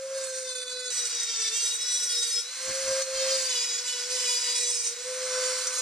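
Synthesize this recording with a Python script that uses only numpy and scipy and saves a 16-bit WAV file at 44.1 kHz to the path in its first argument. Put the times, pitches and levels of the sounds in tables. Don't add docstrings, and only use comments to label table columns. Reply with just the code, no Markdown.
import sys
import numpy as np
from scipy import signal
from scipy.fft import rfft, irfft
from scipy.io import wavfile
from scipy.ndimage import uniform_filter1d

SR = 44100
rng = np.random.default_rng(int(sys.argv[2]) if len(sys.argv) > 2 else 0)


def to_wav(s):
    ch = np.atleast_2d(s).T
    pcm = np.round(np.clip(ch, -1, 1) * 32767)
    wavfile.write(sys.argv[1], SR, pcm.astype(np.int16))


N = 256220
TIME = np.arange(N) / SR
BINS = np.fft.rfftfreq(N, 1 / SR)
MAINS_HZ = 50
RIPPLE_PHASE = 2 * np.pi * 2 * MAINS_HZ * TIME
FAN_REF_DB = -45.5

# time_s, speed_hz
SHAFT_SPEED = [(0.0, 532), (0.17, 536), (0.31, 521), (0.44, 518), (0.58, 505.5), (0.9, 500.5), (0.905, 490),
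               (1.22, 473), (1.4, 450), (1.51, 443.5), (1.55, 459), (1.7, 472), (1.86, 488.5), (2.0, 485.5),
               (2.22, 473), (2.42, 470.5), (2.5, 505), (2.6, 519), (2.78, 532), (3.0, 532), (3.07, 526),
               (3.34, 530), (3.43, 522), (3.58, 488), (3.73, 482), (3.85, 496), (4.02, 488), (4.15, 506),
               (4.28, 489.5), (4.69, 487), (4.85, 474.5), (4.93, 478), (5.1, 511.5), (5.55, 509.5),
               (5.81, 506)]
# time_s, gain_db
VENT_LEVEL = [(0.0, -9), (0.22, -3.5), (0.55, -14.5), (0.9, -12.5), (0.905, -0.5), (1.35, -1), (2.44, -4),
              (2.7, 5), (3.02, 4.5), (3.04, -1), (3.27, 6), (3.55, -0.5), (4.0, 0), (4.5, 1), (4.76, -7.5),
              (5.05, 0.5), (5.37, 4.5), (5.69, 1.5), (5.81, 3.5)]
# start_s, change_s, hum_db, loaded_whine_db and companion_db (both relative to the load),
# weak_tones_db and hollow_db (both relative to the fan), free_whine_db
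TOOL_BALANCE = [(0.0, 0.03, -37.5, -3, 0, -2, -2, -53), (0.3, 0.052, -36.5, -14, -11, 2, -13, -48),
                (0.46, 0.055, -32.5, -1, -3, 7.5, 2.5, -51), (0.902, 0.0053, -43, -1, -17, -12.5, -15, -48),
                (1.55, 0.023, -66, 1, -14, -12, -25, -51), (1.87, 0.024, -59, 0, -2, -25, -23, -58),
                (2.12, 0.025, -45.5, 3.5, -15, -16, -21, -37), (2.34, 0.067, -60, -8, -5, -4.5, -11, -40),
                (2.62, 0.058, -44, 11, -10, -4.5, -9, -39.5), (2.87, 0.042, -37, 14, -2, 0.5, -4, -38.5),
                (3.02, 0.014, -39, 1.5, -8, -5.5, -6, -40.5),
                (3.38, 0.032, -44.5, -3, -6, -1.5, -28, -54.5),
                (4.08, 0.032, -41.5, -11, -21, -0.5, -25, -53), (4.24, 0.027, -37, -6, -10, -16, -29, -54),
                (4.72, 0.024, -39, -32, -34, -3, -31, -45), (5.06, 0.03, -38, -7, -8, -4.5, -7, -46),
                (5.28, 0.098, -34, -7, -14, 3.5, -1, -43), (5.56, 0.11, -41.5, 5.5, -12, 1, -0.5, -46)]
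# start_s, end_s, place, scrape_db (3-7 kHz), treble_db (above 7 kHz,
# relative to the scrape), grit_db (relative to the scrape tones), squeal_order, squeal_db
STONE_STROKES = [ (0.14, 0.18, "cheek", -43.5, 3, -7, 8, -55),
                 (0.21, 0.302, "cheek", -44.5, 4.5, -5, 2, -63),
                 (0.325, 0.426, "cheek", -44, 2.5, 3, 3, -65),
                 (0.44, 0.56, "cheek", -41.5, -3, -17, 7, -69),
                 (0.554, 0.628, "cheek", -45, 2, -2, 7, -48.5), (0.652, 0.687, "cheek", -46, 3, -5, 7, -39),
                 (0.695, 0.776, "cheek", -44, -3.5, -13, 8, -52),
                 (0.78, 0.886, "cheek", -42.5, -0.5, -11, 14, -50),
                 (0.903, 1.073, "neck", -37, -1.5, -7, 12, -45),
                 (1.086, 1.242, "neck", -36.5, -12, -8, 8, -51),
                 (1.262, 1.38, "neck", -36.5, -11, -8, 10, -48),
                 (1.383, 1.484, "neck", -33.5, -5.5, -8, 13, -49.5),
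                 (1.511, 1.757, "neck", -36.5, 0.5, -14, 6, -53),
                 (1.781, 1.86, "neck", -39, -2.5, -20, 11, -44),
                 (1.864, 2.094, "neck", -37.5, 1.5, -6.5, 12, -38),
                 (2.09, 2.205, "neck", -37, 0.5, -7, 11, -35),
                 (2.209, 2.304, "neck", -37, 0.5, -6, 10, -41),
                 (2.3, 2.403, "neck", -37, -2, -20, 11, -31.5), (3.136, 3.297, "eye", -36, -28, -6, 6, -50),
                 (3.29, 3.471, "eye", -36, -3, -1, 9, -42.5), (3.484, 3.653, "eye", -34, -8, -3, 14, -49),
                 (3.667, 3.79, "eye", -38, -7, -2, 14, -45), (3.838, 3.933, "eye", -35.5, -6.5, -7, 6, -66),
                 (3.946, 4.043, "eye", -39, -6.5, -2, 3, -52.5),
                 (4.089, 4.252, "eye", -33.5, -5, -1.5, 11, -49),
                 (4.254, 4.384, "eye", -33, -4, -14, 12, -42), (4.41, 4.537, "eye", -34.5, -5, 0.5, 8, -46),
                 (4.541, 4.691, "shoulder", -32.5, -1, -4, 12, -56),
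                 (4.684, 4.775, "shoulder", -36, 0.5, 3, 11, -39),
                 (4.785, 4.834, "shoulder", -36.5, -0.5, -7, 5, -40),
                 (4.838, 4.875, "shoulder", -31, -3, 0, 13, -36),
                 (5.38, 5.65, "eye", -43, 1.5, 3, 9, -46.5), (5.716, 5.813, "eye", -45.5, 9, -9, 13, -40), ]
# frequency_hz, gain_db
SHOULDER_RESPONSE = [(280, -25), (700, -17), (980, -12), (1500, -18), (2000, -5.5), (2400, -4),
                     (3000, -4.5), (3500, -9), (4300, -3), (4900, 1.5), (5400, 4), (6300, 6), (6800, 3),
                     (7500, 5.5), (8400, 6.5), (9000, 6), (9700, -5), (11500, -21), (15500, -35)]


def amp(db):
    return 10 ** (np.asarray(db) / 20)


def unit_rms(x):
    return x / np.sqrt(np.mean(abs(x) ** 2) + 1e-20)


def spectrum(points):
    hz, value = np.transpose(points)
    return np.interp(np.log(BINS + 1), np.log(hz), value)


def curve(points):
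    return np.interp(TIME, *np.transpose(points))


def held(rows):
    start, change, *columns = np.transpose(rows)
    knots = np.column_stack([start - abs(change) / 2, start + abs(change) / 2]).ravel()[1:]
    return [np.interp(TIME, knots, np.repeat(column, 2)[:-1]) for column in columns]


def filtered(x, gain):
    return irfft(rfft(x) * gain, N)


def noise(gain):
    return filtered(rng.standard_normal(N), gain)


def highpass(hz):
    return 1 / (1 + (hz / (BINS + 1)) ** 16)


def band_rms(x, low_hz, high_hz):
    return np.std(filtered(x, (BINS > low_hz) & (BINS < high_hz)))


def wander(hz):
    rates = np.fft.rfftfreq(N // 32, 32 / SR)
    knots = irfft(rfft(rng.standard_normal(N // 32)) / (1 + (rates / hz) ** 2))
    return np.interp(TIME, np.linspace(0, TIME[-1], len(knots)), unit_rms(knots))


def sway(db, hz):
    return unit_rms(amp(db * np.tanh(wander(hz))))


def shaft_angle(flutter=0.001946, flutter_hz=28):
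    speed = uniform_filter1d(curve(SHAFT_SPEED), size=1000)
    return 2 * np.pi * np.cumsum(speed * (1 + flutter * wander(flutter_hz))) / SR


def hum(angle, load, db_per_hz=0.2964, knee_hz=483.7, reference_hz=512.7, shake_hz=12):
    speed, vent_db = curve(SHAFT_SPEED), curve(VENT_LEVEL)
    level_db = held(TOOL_BALANCE)[0] + db_per_hz * (np.maximum(speed, knee_hz) - reference_hz)
    sideband = amp(-22 + 0.55 * vent_db) * np.sin(angle + RIPPLE_PHASE)
    steady = amp(level_db + 0.59 * vent_db) * sway(db=2, hz=12.3) * (np.sin(angle) + sideband)
    shake_level = np.hypot(amp(-62), amp(-29) * load)
    shake = wander(shake_hz) * np.sin(angle) + wander(shake_hz) * np.cos(angle)
    return np.sqrt(2) * (steady + shake_level * shake)


def whine(angle, load, waver_db=3, loaded_waver_db=8, slip_rad=0.5, ripple_depth=0.19):
    # shaft_order, relative_db
    weak_tones = [(2, -6.5), (3, -8.5), (4, -10), (5, -11), (6, -10), (7, -7.5), (9, 0), (10, -4), (11, 1),
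                  (12, -1), (14, -1)]
    # shaft_order, level_db
    whistles = [(16, -48), (18, -52.5)]
    # frequency_hz, gain_db
    housing = [(900, -30), (1020, -5), (1350, -2), (1560, 4), (2500, -5.5), (7400, -4), (8150, -0.5),
               (8600, -9), (9000, 0.5), (9500, -0.5)]
    _, loaded_db, companion_db, weak_db, _, free_db = held(TOOL_BALANCE)
    vent_db = curve(VENT_LEVEL)
    swing_rad = np.interp(curve(SHAFT_SPEED), [480, 530], [0.35, 1.2])
    tones = amp(free_db) * np.sin(8 * angle + swing_rad * np.sin(RIPPLE_PHASE)) * sway(waver_db, 25)
    loaded_level = load * amp(loaded_db) * sway(loaded_waver_db, 34)
    tones += loaded_level * np.cos(8 * angle + slip_rad * wander(45))
    companion_level = load * amp(companion_db) * sway(loaded_waver_db, 33)
    tones += companion_level * np.sin(7 * angle + slip_rad * wander(40))
    for order, db in weak_tones:
        level = amp(FAN_REF_DB + vent_db + weak_db + db) * sway(waver_db, 34)
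        tones += level * np.sin(order * angle + 2 * np.pi * rng.random() + slip_rad / 2 * wander(40))
    for order, db in whistles:
        tones += amp(db + vent_db) * sway(waver_db, 25) * np.sin(order * angle + 2 * np.pi * rng.random())
    ripple = unit_rms(1 + ripple_depth * np.cos(RIPPLE_PHASE))
    return np.sqrt(2) * filtered(tones, amp(spectrum(housing))) * ripple


def fan(trim_db=-2, ripple_depth=0.03, hollow_hz=1360, hollow_width_hz=670):
    # frequency_hz, density_db
    air_spectrum = [(60, -20), (330, -15.5), (480, -8.5), (760, -8), (1050, -1.5), (1600, 2.5), (2200, 6),
                    (3100, 2), (4400, 3.5), (6000, 8.5), (8400, 3.5), (9600, -2), (11500, -14),
                    (15500, -29.5)]
    air = noise(amp(spectrum(air_spectrum)))
    air /= band_rms(air, 1100, 2800)
    hollow = unit_rms(noise(1 / (1 + (2 * (BINS - hollow_hz) / hollow_width_hz) ** 4)))
    hollow_db = held(TOOL_BALANCE)[4]
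    level = amp(FAN_REF_DB + curve(VENT_LEVEL) + trim_db) * (1 + ripple_depth * np.cos(RIPPLE_PHASE))
    return level * (air + amp(hollow_db) * hollow)


def workshop_rumble(level_db=-76, incoherent_db=-16):
    # frequency_hz, density_db
    rumble_spectrum = [(20, -3.5), (48, 5), (90, -8), (140, -7), (180, 2), (230, -23), (280, 3), (380, -34),
                       (1000, -43), (15000, -44)]
    white = rng.standard_normal(N) + amp(incoherent_db) * rng.standard_normal((2, N))
    return amp(level_db) * unit_rms(filtered(white, amp(spectrum(rumble_spectrum))))


def reverberation(x, response, t60_s, echoes_per_s=3000):
    echoes = rng.standard_normal((2, N)) * (rng.random((2, N)) < echoes_per_s / SR)
    echoes = echoes * amp(-60 * TIME / t60_s) * (TIME > 0.002)
    echoes /= np.linalg.norm(echoes, axis=1, keepdims=True)
    tail = filtered(echoes, amp(spectrum(response)))[:, :SR // 2]
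    return signal.fftconvolve(x[None], tail, axes=1)[:, :N]


def contact(start_s, end_s, attack_s=0.017, release_s=0.023, graze_db=-14, graze_s=0.045):
    after, graze = np.maximum(TIME - end_s, 0), amp(graze_db)
    bite = 1 - np.exp(-np.clip(TIME - start_s, 0, 1) / attack_s)
    release = (1 - graze) * np.exp(-np.minimum(after, 2) / release_s)
    return bite * (release + graze * np.exp(-after / graze_s))


def skipping(depth=0.3, rate_hz=28):
    return unit_rms(1 + depth * np.cos(2 * np.pi * rate_hz * TIME + 2.9 * wander(15)))


def stone_profile(angle, bump_phases, drift=0.65, drift_hz=20, slip=0.35, slip_hz=60):
    force = np.zeros(N)
    for order in range(2, len(bump_phases)):
        smear = slip * order / 10
        gain = 1 + drift * (wander(drift_hz) + 1j * wander(drift_hz)) + 1j * smear * wander(slip_hz)
        harmonic = (gain * np.exp(1j * (order * angle + bump_phases[order]))).real
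        force += harmonic / np.sqrt(1 + 2 * drift ** 2 + smear ** 2)
    return unit_rms(force)


def grit(angle, turn_depth=0.27, grain_db=1.5):
    grains = rng.standard_normal(N) * amp(grain_db * np.minimum(rng.exponential(1, N), 5))
    return unit_rms(grains * (1 + turn_depth * np.cos(angle)))


def steel(force, response, split_hz=7000):
    sound = filtered(force, amp(spectrum(response)))
    treble = filtered(sound, highpass(split_hz))
    return np.array([(sound - treble) / band_rms(sound, 3000, split_hz), unit_rms(treble)])


def scrape(profile, grains, pressures, bounce_db=0.86, flicker_db=1.0, bounce_hz=28):
    # frequency_hz, gain_db
    cheek = [(700, -41), (1000, -10), (1500, 6), (2000, -0.5), (2500, 2), (3050, -8.5), (3550, 1),
             (4500, 6), (5300, -0.5), (6400, 6.5), (7100, 1), (7800, 1), (8600, 3.5), (9200, 4),
             (10300, -15), (12000, -24), (15500, -38)]
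    neck = [(180, -28), (275, -7.5), (380, -36), (750, -25), (950, -16), (1400, -6), (1900, -2), (2400, -4),
            (2850, -3), (3400, -1), (4300, 0.5), (4800, 5), (5450, 5.5), (6050, 7.5), (6750, -7),
            (7200, -5), (8300, -2.5), (9600, -14.5), (11500, -26), (15500, -46)]
    eye = [(100, -37), (280, -17.5), (700, -17), (980, -7), (1500, -11.5), (2000, -1), (2400, -2.5),
           (3000, 1), (3500, -6.5), (4300, -6), (4900, 6.5), (5900, -0.5), (6600, 4.5), (8400, 4.5),
           (9500, 1), (11500, -14.5), (15500, -33)]
    places = {"cheek": cheek, "neck": neck, "eye": eye, "shoulder": SHOULDER_RESPONSE}
    vibration = {place: (steel(profile, response), steel(grains, response))
                 for place, response in places.items()}
    bounce = unit_rms(amp(bounce_db * wander(bounce_hz)))
    flicker = unit_rms(amp(flicker_db * wander(bounce_hz)))
    out = np.zeros(N)
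    for (_, _, place, scrape_db, treble_db, grit_db, _, _), pressure in zip(STONE_STROKES, pressures):
        tones, rasp = vibration[place]
        body, treble = (tones + amp(grit_db) * rasp) / np.hypot(1, amp(grit_db))
        out += pressure * amp(scrape_db) * (body + amp(treble_db) * flicker * treble)
    return bounce * out


def squeal(angle, bump_phases, pressures, slip_rad=0.75):
    out = np.zeros(N)
    drag = slip_rad * wander(36)
    for (*_, order, db), pressure in zip(STONE_STROKES, pressures):
        out += amp(db) * pressure ** 2 * np.cos(order * angle + bump_phases[order] + drag)
    return np.sqrt(2) * sway(db=4, hz=25) * out


def ringing(swell_db=4, swell_hz=11):
    # pitch_hz, width_hz, level_db
    modes = [(3720, 60, -7), (4920, 55, -3), (5820, 60, -2.5), (6230, 65, 2), (7110, 55, -4),
             (7830, 65, -2), (8130, 75, -3), (8480, 45, -5)]
    out = np.zeros(N)
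    for pitch_hz, width_hz, db in modes:
        phase = 2 * np.pi * pitch_hz * TIME
        level = amp(db) * sway(swell_db, swell_hz)
        out += level * (wander(width_hz / 2) * np.cos(phase) + wander(width_hz / 2) * np.sin(phase))
    return unit_rms(out)


def click_and_snags(ring, ring_db=-2):
    # start_s, level_db, decay_s
    transients = [(0.904, -33, 0.0079), (1.055, -34, 0.0068), (1.149, -29, 0.0061), (1.2, -30.5, 0.012),
                  (1.233, -28.5, 0.0061), (2.228, -28, 0.011), (3.021, -30, 0.007), (5.67, -24.5, 0.0071)]
    envelope = sum(amp(db) * (TIME >= start) * np.exp(-abs(TIME - start) / decay)
                   for start, db, decay in transients)
    rasp = unit_rms(noise(amp(spectrum(SHOULDER_RESPONSE))))
    return unit_rms(rasp + amp(ring_db) * ring) * envelope


def hum_dips():
    # centre_s, gain_db, half_width_s
    dips = [(0.96, -10, 0.025), (1.2, -11.5, 0.02), (1.34, -11, 0.024), (2.42, -7, 0.016), (2.5, 4, 0.0072),
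            (3.05, -5.5, 0.029), (3.78, -9, 0.0062), (3.905, -3, 0.019), (4.197, -14, 0.009),
            (4.42, -12.5, 0.063), (4.815, -0.5, 0.02), (4.957, -20, 0.0065), (5.035, -15, 0.012),
            (5.645, -12, 0.011), (5.73, -3, 0.011), (5.78, -11, 0.0067)]
    return amp(sum(db * np.exp(-np.minimum(abs(TIME - centre) / width, 5) ** 2)
                   for centre, db, width in dips))


def exhaust_puffs():
    # start_s, level_db, length_s, cutoff_hz
    puffs = [(2.651, -49.5, 0.1, 990), (2.815, -53, 0.15, 304), (3.087, -62, 0.14, 70),
             (5.15, -75, 0.69, 90)]
    out = np.zeros(N)
    for start, db, length, cutoff_hz in puffs:
        rumble = unit_rms(noise(1 / (1 + (BINS / cutoff_hz) ** 4)))
        out += amp(db) * rumble * np.sin(np.pi * np.clip((TIME - start) / length, 0, 1)) ** 2
    return out


def scene(skid_rad=0.055, skid_hz=60, ring_db=-4):
    # time_s, share (0-1)
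    chatter_share = [(0.9, 0), (0.905, 1), (1.75, 1), (1.9, 0.4), (2.3, 0.35), (2.4, 0.1), (3.2, 0.2),
                     (3.4, 0.45), (4.05, 0.45), (4.25, 0.2)]
    # frequency_hz, gain_db (relative to the direct sound)
    bench_response = [(200, -30), (600, -36), (1100, -29), (2000, -15), (2800, -6.5), (4000, -7),
                      (15000, -29)]
    # frequency_hz, gain_db (relative to the direct sound)
    room_response = [(500, -21), (1100, -37.5), (2500, -33.5), (4500, -1), (8000, -9.5), (15000, 6.5)]
    angle, chatter = shaft_angle(), curve(chatter_share)
    skid = skid_rad * chatter * wander(skid_hz)
    bump_phases = 2 * np.pi * rng.random(size=33)
    profile = stone_profile(angle + skid, bump_phases)
    grains, ring, skip = grit(angle), ringing(), skipping()
    pressures = [contact(start, end) * (skip if place == "cheek" else 1)
                 for start, end, place, *_ in STONE_STROKES]
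    load = sum(amp(scrape_db) * pressure
               for (_, _, _, scrape_db, *_), pressure in zip(STONE_STROKES, pressures))
    grinding = scrape(profile, grains, pressures) + squeal(angle + skid / 2, bump_phases, pressures)
    grinding += click_and_snags(ring) + amp(ring_db) * chatter * load * ring
    direct = grinding + hum(angle, load) * hum_dips() + whine(angle, load) + fan()
    buffets = amp([[5], [-3]]) * exhaust_puffs()
    bench = reverberation(grinding, bench_response, t60_s=0.13)
    room = reverberation(direct, room_response, t60_s=0.16)
    return direct + bench + room + buffets + workshop_rumble()


def record(dry, cutoff_hz=15650):
    # frequency_hz, left_minus_right_db
    balance = [(2700, -1), (3600, 1), (4700, 2.5), (6200, 2), (7200, -8.5), (8400, -12.5), (9800, -10.5),
               (12000, -9), (15000, -8)]
    # frequency_hz, left_lead_rad
    phase_lead = [(3000, 1), (4200, 0.48), (5200, -0.39), (6500, -1.52), (8200, -1.07), (10000, -0.88),
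                  (15000, -0.71)]
    treble = highpass(2500)
    left = amp(treble * spectrum(balance)) * np.exp(1j * treble * spectrum(phase_lead))
    channels = np.array([left, np.ones_like(left)]) * 2 / abs(1 + left)
    lowpass = signal.firwin(511, cutoff_hz, window=("kaiser", 9), fs=SR)
    return signal.oaconvolve(filtered(dry, channels), lowpass[None], "same")


dry = scene()
out = record(dry)
to_wav(out)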